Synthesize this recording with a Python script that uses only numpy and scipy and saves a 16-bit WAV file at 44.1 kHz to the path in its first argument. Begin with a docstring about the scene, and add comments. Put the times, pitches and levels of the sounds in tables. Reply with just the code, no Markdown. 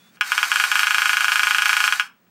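"""In a small room, a tin toy gun is fired close by. The trigger squeaks faintly and spins a train of
whirring gears. A ratchet pawl (a small catch) scrapes off tooth after tooth and snaps against a tin
sounder, at first haltingly, then about 27 times a second, then stops. Every snap flutters back in fast
echoes and rings the tin shell. Soft air, a hum and a thin whine lie underneath, and an automatic
volume control turns everything down when the snaps begin."""
import sys
import numpy as np
from scipy import signal
from scipy.fft import rfft, irfft, next_fast_len
from scipy.io import wavfile
from scipy.ndimage import uniform_filter1d, minimum_filter1d, map_coordinates

SR = 44100
rng = np.random.default_rng(int(sys.argv[2]) if len(sys.argv) > 2 else 0)


def wav_record(signal):
    """Record a signal, one row per channel, as 16-bit PCM in the file named by sys.argv[1]."""
    frames = np.transpose(np.atleast_2d(signal))
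    bounded = np.clip(frames, -1, 1)
    # unit amplitude maps onto the largest positive 16-bit level
    quanta = np.round(bounded * 32767).astype(np.int16)
    wavfile.write(sys.argv[1], SR, quanta)


N = 101429

# tone of the room's still air: pitch_hz, level_db
AIR_TONE = [(20, -43), (70, -27.5), (120, -14.5), (175, -12), (235, -6.5), (330, -17), (700, -19.5),
            (1670, -21.5), (3000, -29), (4500, -33), (9000, -37), (15000, -55)]
# a steady hum and a thin electrical whine: pitch_hz, level_db
HUM_AND_WHINE = [(176, -73.5), (15737, -71.5)]
# tone of the gears, also used for rubbing and scraping: pitch_hz, level_db
GEAR_TONE = [(40, -47.5), (200, -25), (550, -20.5), (900, -4), (1500, 4), (2500, 1.5), (3500, -4),
             (3950, 0), (4170, -6.5), (4400, 0), (4800, -3), (5120, -9), (5240, -5.5), (5440, -3.5),
             (5780, -6), (6000, -4), (8000, -7.5), (8350, -11.5), (8750, -3.5), (9150, -11.5), (12100, -13),
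             (14200, -18), (14700, -10.5), (15700, -33.5)]
# how the whirr grows and fades: time_s, level_db
WHIRR_LEVELS = [(.06, -85), (.16, -63), (.205, -85), (.235, -39.5), (.32, -31), (.48, -29), (.62, -27),
                (.68, -28.5), (.72, -28), (1.0, -27.5), (1.5, -28), (1.869, -27), (1.96, -32),
                (2.02, -38.5), (2.066, -48), (2.10, -66.5), (2.161, -93)]
# light knocks of the trigger, compared with a snap: start_s, level_db
TRIGGER_KNOCKS = [(.171, -40.5), (2.268, -53)]
# snaps of the pawl: start_s
SNAP_TIMES = [0.2104, .3190, .3788, 0.4296, 0.5169, .5586, 0.5994, 0.639, 0.7161, 0.7553, 0.7934, 0.832,
              .8699, 0.9076, 0.9454, 0.9827, 1.0193, 1.0570, 1.0941, 1.1317, 1.1696, 1.2073, 1.2442, 1.2819,
              1.3193, 1.3573, 1.3945, 1.4327, 1.4704, 1.5086, 1.5468, 1.584, 1.6208, 1.657, 1.6936, 1.7304,
              1.7674, 1.8039, 1.8404, 1.878, 1.9241, 1.9972]
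# tone of the struck tin sounder: pitch_hz, level_db
SOUNDER_TONE = [(40, -74), (250, -63.5), (480, -41.5), (680, -39), (830, -18.5), (1100, -7.5), (1350, -1.5),
                (1520, 4), (1680, 0), (1880, -16), (2200, -6.5), (2450, -2.5), (2800, -7.5), (3300, -6.5),
                (3520, -26.5), (4700, -34.5), (5400, -19.5), (6300, -34.5), (16000, -53.5)]
# notes that ring on after each snap, from the fluttering echo and tin shell: pitch_hz, level_db, fade_s
LINGERING_NOTES = [(825, -48, 0.26), (1046, -47.5, .16), (1274, -44, .15), (1482, -39, 0.17),
                   (1590, -43.5, .11), (1664, -33, 0.064), (2070, -43, 0.21), (2340, -32, .14),
                   (2540, -42, .12), (2830, -31.5, .14), (3182, -32, .09), (5180, -48, 0.1),
                   (5237, -42, 0.21)]
# how long the room rings (a fade is the time to drop 60 dB): pitch_hz, fade_s
ROOM_FADES = [(200, 0.5), (1500, 0.23), (4000, 0.25), (12000, 0.14)]


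def amp(db):
    """Turn decibels into a number to multiply by."""
    return 10 ** (np.asarray(db) / 20)


def unit(x):
    """Scale a sound to an average (rms) level of 1."""
    return x / np.sqrt(np.mean(x ** 2) + 1e-20)


def at_pitch(table, hz):
    """Read between a table's rows on a logarithmic pitch scale."""
    pitches, values = np.transpose(table)
    return np.interp(np.log(hz + 1), np.log(pitches + 1), values)


def wobble(turns_per_s):
    """A smooth curve through random points."""
    points = rng.standard_normal(int(N * turns_per_s / SR) + 4)
    return map_coordinates(points, [np.arange(N) * turns_per_s / SR])


def tap_response(tone, size=4096):
    """How a body with this tone answers one sharp tap, scaled to energy 1."""
    cepstrum = irfft(np.log(amp(at_pitch(tone, np.fft.rfftfreq(size, 1 / SR)))))
    cepstrum[1:size // 2] *= 2  # fold it so that nothing sounds before the tap
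    cepstrum[size // 2 + 1:] = 0
    answer = irfft(np.exp(rfft(cepstrum)))
    return answer / np.linalg.norm(answer)


def coloured(x, tone):
    """Pass a sound through a body with this tone."""
    return signal.fftconvolve(x, tap_response(tone))[:N]


def add(track, start_s, sound):
    """Mix a sound into the track."""
    part = track[max(round(start_s * SR), 0):][:len(sound)]
    part += sound[:len(part)]


def air_and_hum(air_db=-66):
    """The room's air hisses softly under a hum and an electrical whine."""
    t = np.arange(N) / SR
    air = amp(air_db) * unit(coloured(rng.standard_normal(N), AIR_TONE))
    hums = sum(amp(db) * unit(np.sin(2 * np.pi * hz * t + 0.41 * wobble(49))) for hz, db in HUM_AND_WHINE)
    return air + hums


def trigger_squeak(pitch_hz=3420, rise_hz_per_s=900, end_s=0.122, rub_db=-66):
    """The pulled trigger rubs and gives a thin rising squeak, gone before the first snap."""
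    t = np.arange(N) / SR
    phase = 2 * np.pi * np.cumsum(pitch_hz + rise_hz_per_s * t) / SR + 0.53 * wobble(200)
    harmonics_db = [-68, -85, -86]
    squeak = sum(amp(db) * unit(np.sin(k * phase)) for k, db in enumerate(harmonics_db, 1))
    rub = amp(rub_db) * unit(coloured(rng.standard_normal(N), GEAR_TONE))
    return (squeak + rub) * np.clip((end_s - t) / 0.026, 0, 1)


def gear_whirr(ticks_per_s=1500, rub_share=0.46, casing_db=-7, casing_fade_s=0.054, size=4096):
    """Gear teeth tick and rub, and the tin casing rings briefly with them."""
    ticks = (rng.random(N) < ticks_per_s / SR) * amp(rng.normal(0, 2, N))
    ticks *= rng.choice([-1, 1], N)
    teeth = np.sqrt(1 - rub_share) * unit(ticks) + np.sqrt(rub_share) * rng.standard_normal(N)
    casing = rng.standard_normal(size) * amp(-60 * np.arange(size) / SR / casing_fade_s)
    ring = amp(casing_db) * signal.fftconvolve(teeth, casing / np.linalg.norm(casing))[:N]
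    level_db = np.interp(np.arange(N) / SR, *np.transpose(WHIRR_LEVELS))
    level_db += 0.76 * wobble(120) + wobble(21.96)  # quick wavers and slower swells
    return amp(level_db) * unit(coloured(teeth + ring, GEAR_TONE))


def sounder_blow(hz, size, swell_hz=1415, width_hz=1076):
    """The sounder is struck, and its main ring swells a moment later."""
    resonance = swell_hz ** 2 - hz ** 2 + 1j * hz * width_hz
    lag = resonance.conj() / resonance  # delays pitches near swell_hz, keeps their level
    return rfft(tap_response(SOUNDER_TONE), size) * lag  # a spectrum: one value a pitch


def flutter_echoes(hz, trip_s=0.00481, first_db=-6.5, loss_db=4, count=24):
    """Sound bounces to and fro, losing strength after the second echo. Gives a spectrum."""
    echo_db = first_db - loss_db * np.maximum(np.arange(count) - 1, 0)
    echoes = amp(echo_db + rng.normal(0, 0.94, count))
    one_trip = np.exp(-2j * np.pi * trip_s * hz)
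    return sum(echo * one_trip ** trips for trips, echo in enumerate(echoes, 1))


def lingering_ring(size, rise_s=0.0022):
    """Notes from the fluttering echo and the tin shell ring on, each fading at its own speed."""
    t = np.arange(size) / SR
    ring = sum(amp(db + rng.normal(0, 2.2) - 60 * t / fade_s) * np.sin(2 * np.pi * hz * t)
               for hz, db, fade_s in LINGERING_NOTES)
    return ring * (1 - np.exp(-t / rise_s))


def room_tail(size, delay_s=0.009):
    """The room's echoes blur into a tail of energy 1; high pitches die first."""
    hz, t, noise = signal.stft(rng.standard_normal(size), SR, nperseg=256)
    fade = amp(-60 * t / at_pitch(ROOM_FADES, hz)[:, None])
    tail = signal.istft(noise * fade, SR, nperseg=256)[1]
    tail = np.pad(tail, (round(delay_s * SR), 0))[:size]
    return tail / np.linalg.norm(tail)


def ratchet(blow_db=9.5, room_db=-12, steady_share=0.62, size=12288):
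    """A spring gives every snap nearly the same force; the trigger knocks lightly before and after."""
    track, hz = np.zeros(N), np.fft.rfftfreq(size, 1 / SR)
    steady_tail = np.sqrt(steady_share) * room_tail(size)  # the part that is alike in every snap
    snaps = [(start_s, rng.normal(0, 0.22)) for start_s in SNAP_TIMES]
    for start_s, level_db in snaps + list(TRIGGER_KNOCKS):
        tail = steady_tail + np.sqrt(1 - steady_share) * room_tail(size)
        paths = 1 + flutter_echoes(hz) + amp(room_db) * rfft(tail)  # 1 is the direct sound
        blow = amp(blow_db) * irfft(sounder_blow(hz, size) * paths)
        add(track, start_s, amp(level_db) * (blow + lingering_ring(size)))
    return track


def pawl_scrape(level_db=-20, lead_s=0.00121, rise_s=0.00061, fade_s=0.034):
    """The pawl slips off each tooth with a short bright rasp that starts just before the snap."""
    loudness, t = np.zeros(N), np.arange(SR // 10) / SR
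    shape = (1 - np.exp(-t / rise_s)) * amp(-60 * t / fade_s)
    for start_s in SNAP_TIMES:
        add(loudness, start_s - lead_s, amp(level_db + rng.normal(0, 0.66)) * shape)
    return coloured(loudness * rng.standard_normal(N), GEAR_TONE)


def scene():
    """The toy and the room, in one channel."""
    return (air_and_hum() + trigger_squeak() + gear_whirr() + ratchet() + pawl_scrape())[None]


def record(dry):
    """A volume control ducks at loud snaps and recovers slowly; the highest treble is cut off."""
    idle_gain_db, ceiling_db, recovery_db_per_s = 5.5, -10, 7.5
    window, top_hz = 128, 15800
    recovered_db = recovery_db_per_s * np.arange(N) / SR
    level_db = 10 * np.log10(np.abs(uniform_filter1d(dry[0] ** 2, window)) + 1e-12)
    held_db = np.maximum.accumulate(level_db + recovered_db) - recovered_db
    gain_db = np.minimum(idle_gain_db, ceiling_db - held_db)
    smooth_db = uniform_filter1d(minimum_filter1d(gain_db, 2 * window), 2 * window)
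    size = next_fast_len(N + SR // 2)
    below_top = np.fft.rfftfreq(size, 1 / SR) < top_hz
    return irfft(rfft(dry * amp(smooth_db), size) * below_top, size)[..., :N]


dry = scene()
out = record(dry)
wav_record(out)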